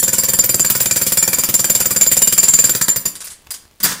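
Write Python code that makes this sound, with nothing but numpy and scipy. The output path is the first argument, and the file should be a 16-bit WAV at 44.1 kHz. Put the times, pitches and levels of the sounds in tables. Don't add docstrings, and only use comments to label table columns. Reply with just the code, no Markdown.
import sys
import numpy as np
from scipy import signal
from scipy.fft import rfft, irfft, next_fast_len
from scipy.io import wavfile
from scipy.ndimage import map_coordinates

SR = 44100
rng = np.random.default_rng(int(sys.argv[2]) if len(sys.argv) > 2 else 0)


def wrap_up_sound(samples):
    columns = np.atleast_2d(samples).T
    tamed = np.clip(columns, -1, 1)
    steps = np.round(tamed * 32767).astype(np.int16)
    wavfile.write(sys.argv[1], SR, steps)


N = 176400
HIT_N = 13230
HIT_T = np.arange(HIT_N) / SR

# t/s, crack level/dB, ring level/dB
PISTON_BLOWS = [(-0.024, -11.5, -18.5), (0.028, -22, -16), (0.079, -23.0, -20.5), (0.13, -20.5, -18.5),
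                (0.183, -20.5, -14.5), (0.234, -22.5, -22.5), (0.285, -21, -18), (0.335, -20.5, -21),
                (0.388, -21, -11), (0.439, -21.5, -30), (0.492, -21.5, -19.5), (0.542, -24.5, -16.0),
                (0.596, -22, -13.5), (0.647, -21.5, -18.5), (0.7, -18, -26), (0.751, -23, -25),
                (0.803, -20.5, -19.5), (0.857, -21.5, -22), (0.91, -21.5, -16), (0.96, -19, -20.5),
                (1.014, -22, -20.5), (1.065, -19.5, -26.5), (1.12, -19, -22), (1.172, -17, -17.5),
                (1.226, -20, -16.5), (1.277, -20.5, -22.5), (1.33, -20, -21), (1.384, -21.5, -20.5),
                (1.436, -21, -22.5), (1.488, -23.5, -32), (1.54, -18, -13), (1.593, -24, -21.5),
                (1.643, -21, -21.5), (1.698, -19.5, -15.5), (1.75, -21, -14.0), (1.803, -19.5, -20.5),
                (1.856, -22.5, -20), (1.906, -20.0, -23), (1.961, -23, -17.5), (2.011, -18, -9),
                (2.064, -28, -16), (2.115, -17, -17), (2.168, -20.5, -15), (2.219, -16.5, -13),
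                (2.273, -20, -12), (2.324, -19, -17.5), (2.378, -18.5, -9), (2.43, -18.5, -13.5),
                (2.482, -21.5, -7), (2.536, -23, -9), (2.588, -20.5, -10), (2.641, -21, -13),
                (2.694, -23, -17), (2.75, -24, -26.5), (2.812, -22.5, -17), (2.882, -22, -15),
                (2.96, -23.5, -29), (3.054, -25, -20)]
# t/s, level/dB
TIP_BITE = [(0.2, -35.5), (0.7, -26.5), (1.5, -31.5), (2.4, -31), (2.87, -20.5), (3.05, -35)]
# t/s, level/dB
EXHAUST_LEVEL = [(0, -27.5), (2.7, -30), (3.05, -32.5)]
# t/s, clank level/dB, ring level/dB
CHISEL_KNOCKS = [(3.154, -30, -42), (3.205, -28.5, -44), (3.242, -30.5, -36), (3.272, -32, -55),
                 (3.302, -31.5, -53), (3.506, -24.5, -31), (3.540, -29.5, -45), (3.802, -29.5, -41),
                 (3.83, -18.5, -13.5), (3.846, -22.5, -28)]
# t/s, level/dB
CASING_THUDS = [(3.801, -36.5), (3.838, -33.5)]
# t/s, level/dB
RUBBLE_LEVEL = [(3.826, -41), (3.844, -14), (3.89, -22), (3.926, -22), (3.965, -38), (4.0, -34)]
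# t/s, level/dB
PEBBLE_CLICKS = [(3.470, -29), (3.653, -43), (3.861, -15), (3.92, -14)]

# f/Hz, level/dB, T60/s
CHISEL_MODES = [(4687, -2, .14), (4860, -1, .11), (10336, -1, .1), (7190, 0, .15), (7300, -2, .14),
                (7390, -12, .1), (13675, 0, .08), (13970, -4, .08), (14950, -5, .14)]
HOLDER_MODES = [(1023, -5.5, 0.018), (1463, -7, 0.025), (1740, -2, 0.024), (2356, -2.5, 0.028),
                (10423, 1, 0.17), (12320, -0.5, 0.06), (13500, 2, 0.015)]
CASING_MODES = [(88, -15.5, 0.046), (136.6, 5.5, 0.07), (182.7, -8, 0.2), (250.4, -6.5, 0.29),
                (355.5, 4, 0.076), (522.6, 8.5, 0.027)]

# f/Hz, relative level/dB
CRACK_SPECTRUM = [(100, -17.5), (300, -7), (700, -5), (1500, -6), (3000, -5.5), (4400, -6), (5000, -0.5),
                  (6600, 0.5), (7600, 5.5), (11500, 0), (14000, 5), (15500, -6)]
CLANK_SPECTRUM = [(200, -14.5), (1700, 0.5), (2800, -3), (6600, 2), (7800, 5), (10600, 6), (15500, -25)]
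STONE_SPECTRUM = [(60, -3.5), (200, 11.5), (500, -4.5), (1700, 9.5), (2700, -4), (3500, 3.5), (8000, 5.5),
                  (15000, -4)]
AIR_SPECTRUM = [(25, -15), (75, -9.5), (150, -19), (1600, -29.5), (15000, -37)]
THUD_SPECTRUM = [(80, -26), (230, -3), (380, -23), (1500, -41)]
CLICK_SPECTRUM = [(150, -8), (800, -1), (1600, -5), (3800, -9.5), (14000, -18)]

# f/Hz, T60/s
REVERB_T60 = [(150, 0.75), (3000, 0.44), (14000, 0.25)]

MAIN_MODES = [mode for mode in CHISEL_MODES if 7000 < mode[0] < 7600]
UPPER_MODES = [mode for mode in CHISEL_MODES if mode[0] > 13000]
MINOR_MODES = [mode for mode in CHISEL_MODES if mode not in MAIN_MODES + UPPER_MODES]
RETURN_DELAY_S, TRIGGER_RELEASE_S = 0.043, 2.72
DETUNE_HZ, TOP_HZ = 12.2, 15750


def hammering():
    out, bank = np.zeros(N), partials(CRACK_SPECTRUM)
    times, _, ring_levels = np.transpose(PISTON_BLOWS)
    for (s, crack_db, ring_db), cycle_s in zip(PISTON_BLOWS, np.gradient(times)):
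        clank = amp(-5.5) * holder_clank()
        add(out, s, gain_at(TIP_BITE, s) * crush(STONE_SPECTRUM, length_s=0.0045))
        crack = amp(0.5) * crush(CRACK_SPECTRUM) + amp(-6) * jangle(bank)
        add(out, s, amp(crack_db) * (crack + clank))
        main = seated(steel(MAIN_MODES, DETUNE_HZ, vary_db=11), cycle_s)
        upper_db = -23.5 + 3 * rng.normal()
        upper = seated(steel(UPPER_MODES, detune_hz=59, vary_db=4), cycle_s)
        minor_db = -28.5 + 0.39 * (ring_db - ring_levels.mean())
        minor = seated(steel(MINOR_MODES, detune_hz=26.7, vary_db=2), cycle_s)
        add(out, s, amp(ring_db + 0.5) * main + amp(upper_db) * upper + amp(minor_db) * minor)
        if s < TRIGGER_RELEASE_S:
            add(out, s + RETURN_DELAY_S, amp(-35) * (crush(CRACK_SPECTRUM) + holder_clank()))
    return out


def steel(modes, detune_hz, vary_db):
    jolts_db = 7 * np.repeat(rng.standard_normal(HIT_N // 90), 90)
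    chatter = rng.standard_normal(HIT_N) * decay(t60=0.063) * amp(jolts_db)
    return unit_hit(signal.fftconvolve(chatter, ringing(modes, detune_hz, vary_db))[:HIT_N])


def ringing(modes, detune_hz, vary_db):
    out = np.zeros(HIT_N)
    for hz, db, t60 in modes:
        envelope = amp(db + vary_db * rng.normal()) * decay(t60)
        out += envelope * np.cos(2 * np.pi * (hz + detune_hz * rng.normal()) * HIT_T)
    return out


def seated(ring, cycle_s, rise_s=0.0014, flutter_s=0.003, seat_s=0.015):
    free_s = 0.58 * cycle_s * np.exp(0.1 * rng.normal())
    rise = 1 - np.exp(-HIT_T / rise_s)
    flutter_db = 3.5 * map_coordinates(rng.standard_normal(HIT_N), [HIT_T / flutter_s])
    damping_db = -15.5 * np.clip((HIT_T - free_s) / seat_s, 0, 1)
    return unit_hit(ring * rise * amp(flutter_db + damping_db))


def crush(spectrum, length_s=0.015):
    hold_s = length_s * np.exp(0.35 * rng.normal())
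    noise = grit(spectrum, HIT_N, spiky_db=3)
    colour = np.c_[np.geomspace(300, TOP_HZ, 14), 2.5 * rng.standard_normal(14)]
    return unit_hit(shaped(noise, colour) / (1 + (HIT_T / hold_s) ** 3))


def holder_clank():
    return steel(HOLDER_MODES, detune_hz=65.7, vary_db=3)


def partials(spectrum, count=110):
    hz = rng.uniform(2900, TOP_HZ, (count, 1))
    return amp(along(spectrum, hz)) * np.sin(2 * np.pi * hz * HIT_T) * decay(t60=0.23)


def jangle(bank, vary_db=5.5):
    coupling, strength = rng.standard_normal((2, len(bank)))
    return unit_hit((coupling * amp(vary_db * strength)) @ bank)


def exhaust(port_delay_s=0.00409):
    out = np.zeros(N)
    for s, *_ in PISTON_BLOWS:
        gain = gain_at(EXHAUST_LEVEL, s)
        kick = amp(-7) * unit_hit(ringing(CASING_MODES, detune_hz=14, vary_db=1))
        puff = amp(rng.normal()) * unit_hit(ringing(CASING_MODES, detune_hz=5.8, vary_db=0.5))
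        add(out, s, gain * kick)
        add(out, s + port_delay_s, gain * puff)
    return filtered(out, lambda hz: (1 + wall_reflection(hz)) * lowpass(hz, 700))


def wall_reflection(hz, delay_s=0.00988):
    return amp(1.5) * np.exp(-2j * np.pi * hz * delay_s) * lowpass(hz, 241)


def loose_chisel():
    out, bank = np.zeros(N), partials(CLANK_SPECTRUM)
    for s, clank_db, ring_db in CHISEL_KNOCKS:
        clank = amp(-3.5) * crush(CLANK_SPECTRUM, length_s=0.022) + amp(-14.5) * jangle(bank)
        ring = steel(UPPER_MODES, detune_hz=60, vary_db=11)
        ring += amp(-0.5) * steel(CHISEL_MODES, DETUNE_HZ, vary_db=3)
        add(out, s, amp(clank_db) * clank + amp(ring_db) * seated(ring, cycle_s=0.051))
    for s, db in CASING_THUDS:
        thud = grit(THUD_SPECTRUM, HIT_N, spiky_db=10) * decay(t60=0.29)
        add(out, s, amp(db) * unit_hit(thud))
    return out


def rubble():
    out = gain_at(RUBBLE_LEVEL, np.arange(N) / SR, before_db=-120) * grit(STONE_SPECTRUM, N, spiky_db=2)
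    for s, db in PEBBLE_CLICKS:
        add(out, s, amp(db) * grit(CLICK_SPECTRUM, HIT_N, spiky_db=3) * decay(t60=0.018))
    return out


def reverberation(direct, scatter_hz=255):
    hz, t, bands = signal.stft(rng.standard_normal(HIT_N), SR, nperseg=128)
    bands *= amp(-60 * t / along(REVERB_T60, hz)[:, None])
    tail = signal.istft(bands, SR, nperseg=128)[1][:HIT_N]
    scattered = filtered(direct, lambda hz: hz ** 2 / (hz ** 2 + scatter_hz ** 2))
    return signal.fftconvolve(scattered, tail / np.linalg.norm(tail))[:N]


def background():
    return amp(-52) * grit(AIR_SPECTRUM, N, spiky_db=4.5)


def grit(spectrum, size, spiky_db):
    grains = np.repeat(rng.standard_normal(size // 30 + 1), 30)[:size]
    noise = shaped(rng.standard_normal(size) * amp(spiky_db * grains), spectrum)
    return noise / rms(noise)


def amp(db):
    return 10 ** (np.asarray(db) / 20)


def gain_at(levels, s, before_db=None):
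    return amp(np.interp(s, *np.transpose(levels), left=before_db))


def along(points, hz):
    f, values = np.transpose(points)
    return np.interp(np.log(hz + 1), np.log(f + 1), values)


def rms(x):
    return np.sqrt(np.mean(x ** 2) + 1e-20)


def unit_hit(x):
    return x / rms(x[:1764])


def decay(t60):
    return amp(-60 * HIT_T / t60)


def add(track, s, x):
    start = round(s * SR)
    x = x[max(-start, 0):N - start]
    track[max(start, 0):][:len(x)] += x


def lowpass(hz, cutoff_hz, order=4):
    return 1 / (1 + (hz / cutoff_hz) ** order)


def filtered(x, response):
    size = next_fast_len(len(x) + 4096)
    return irfft(rfft(x, size) * response(np.fft.rfftfreq(size, 1 / SR)), size)[:len(x)]


def shaped(x, spectrum):
    return filtered(x, lambda hz: amp(along(spectrum, hz)))


def scene():
    direct = hammering() + exhaust() + loose_chisel() + rubble()
    return (direct + amp(-8.5) * reverberation(direct) + background())[None]


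def record(dry, ceiling=0.74, hardness=10):
    rounded = dry[0] / (1 + np.abs(dry[0] / ceiling) ** hardness) ** (1 / hardness)
    return filtered(rounded, lambda hz: lowpass(hz, TOP_HZ, order=150))[None]


dry = scene()
out = record(dry)
wrap_up_sound(out)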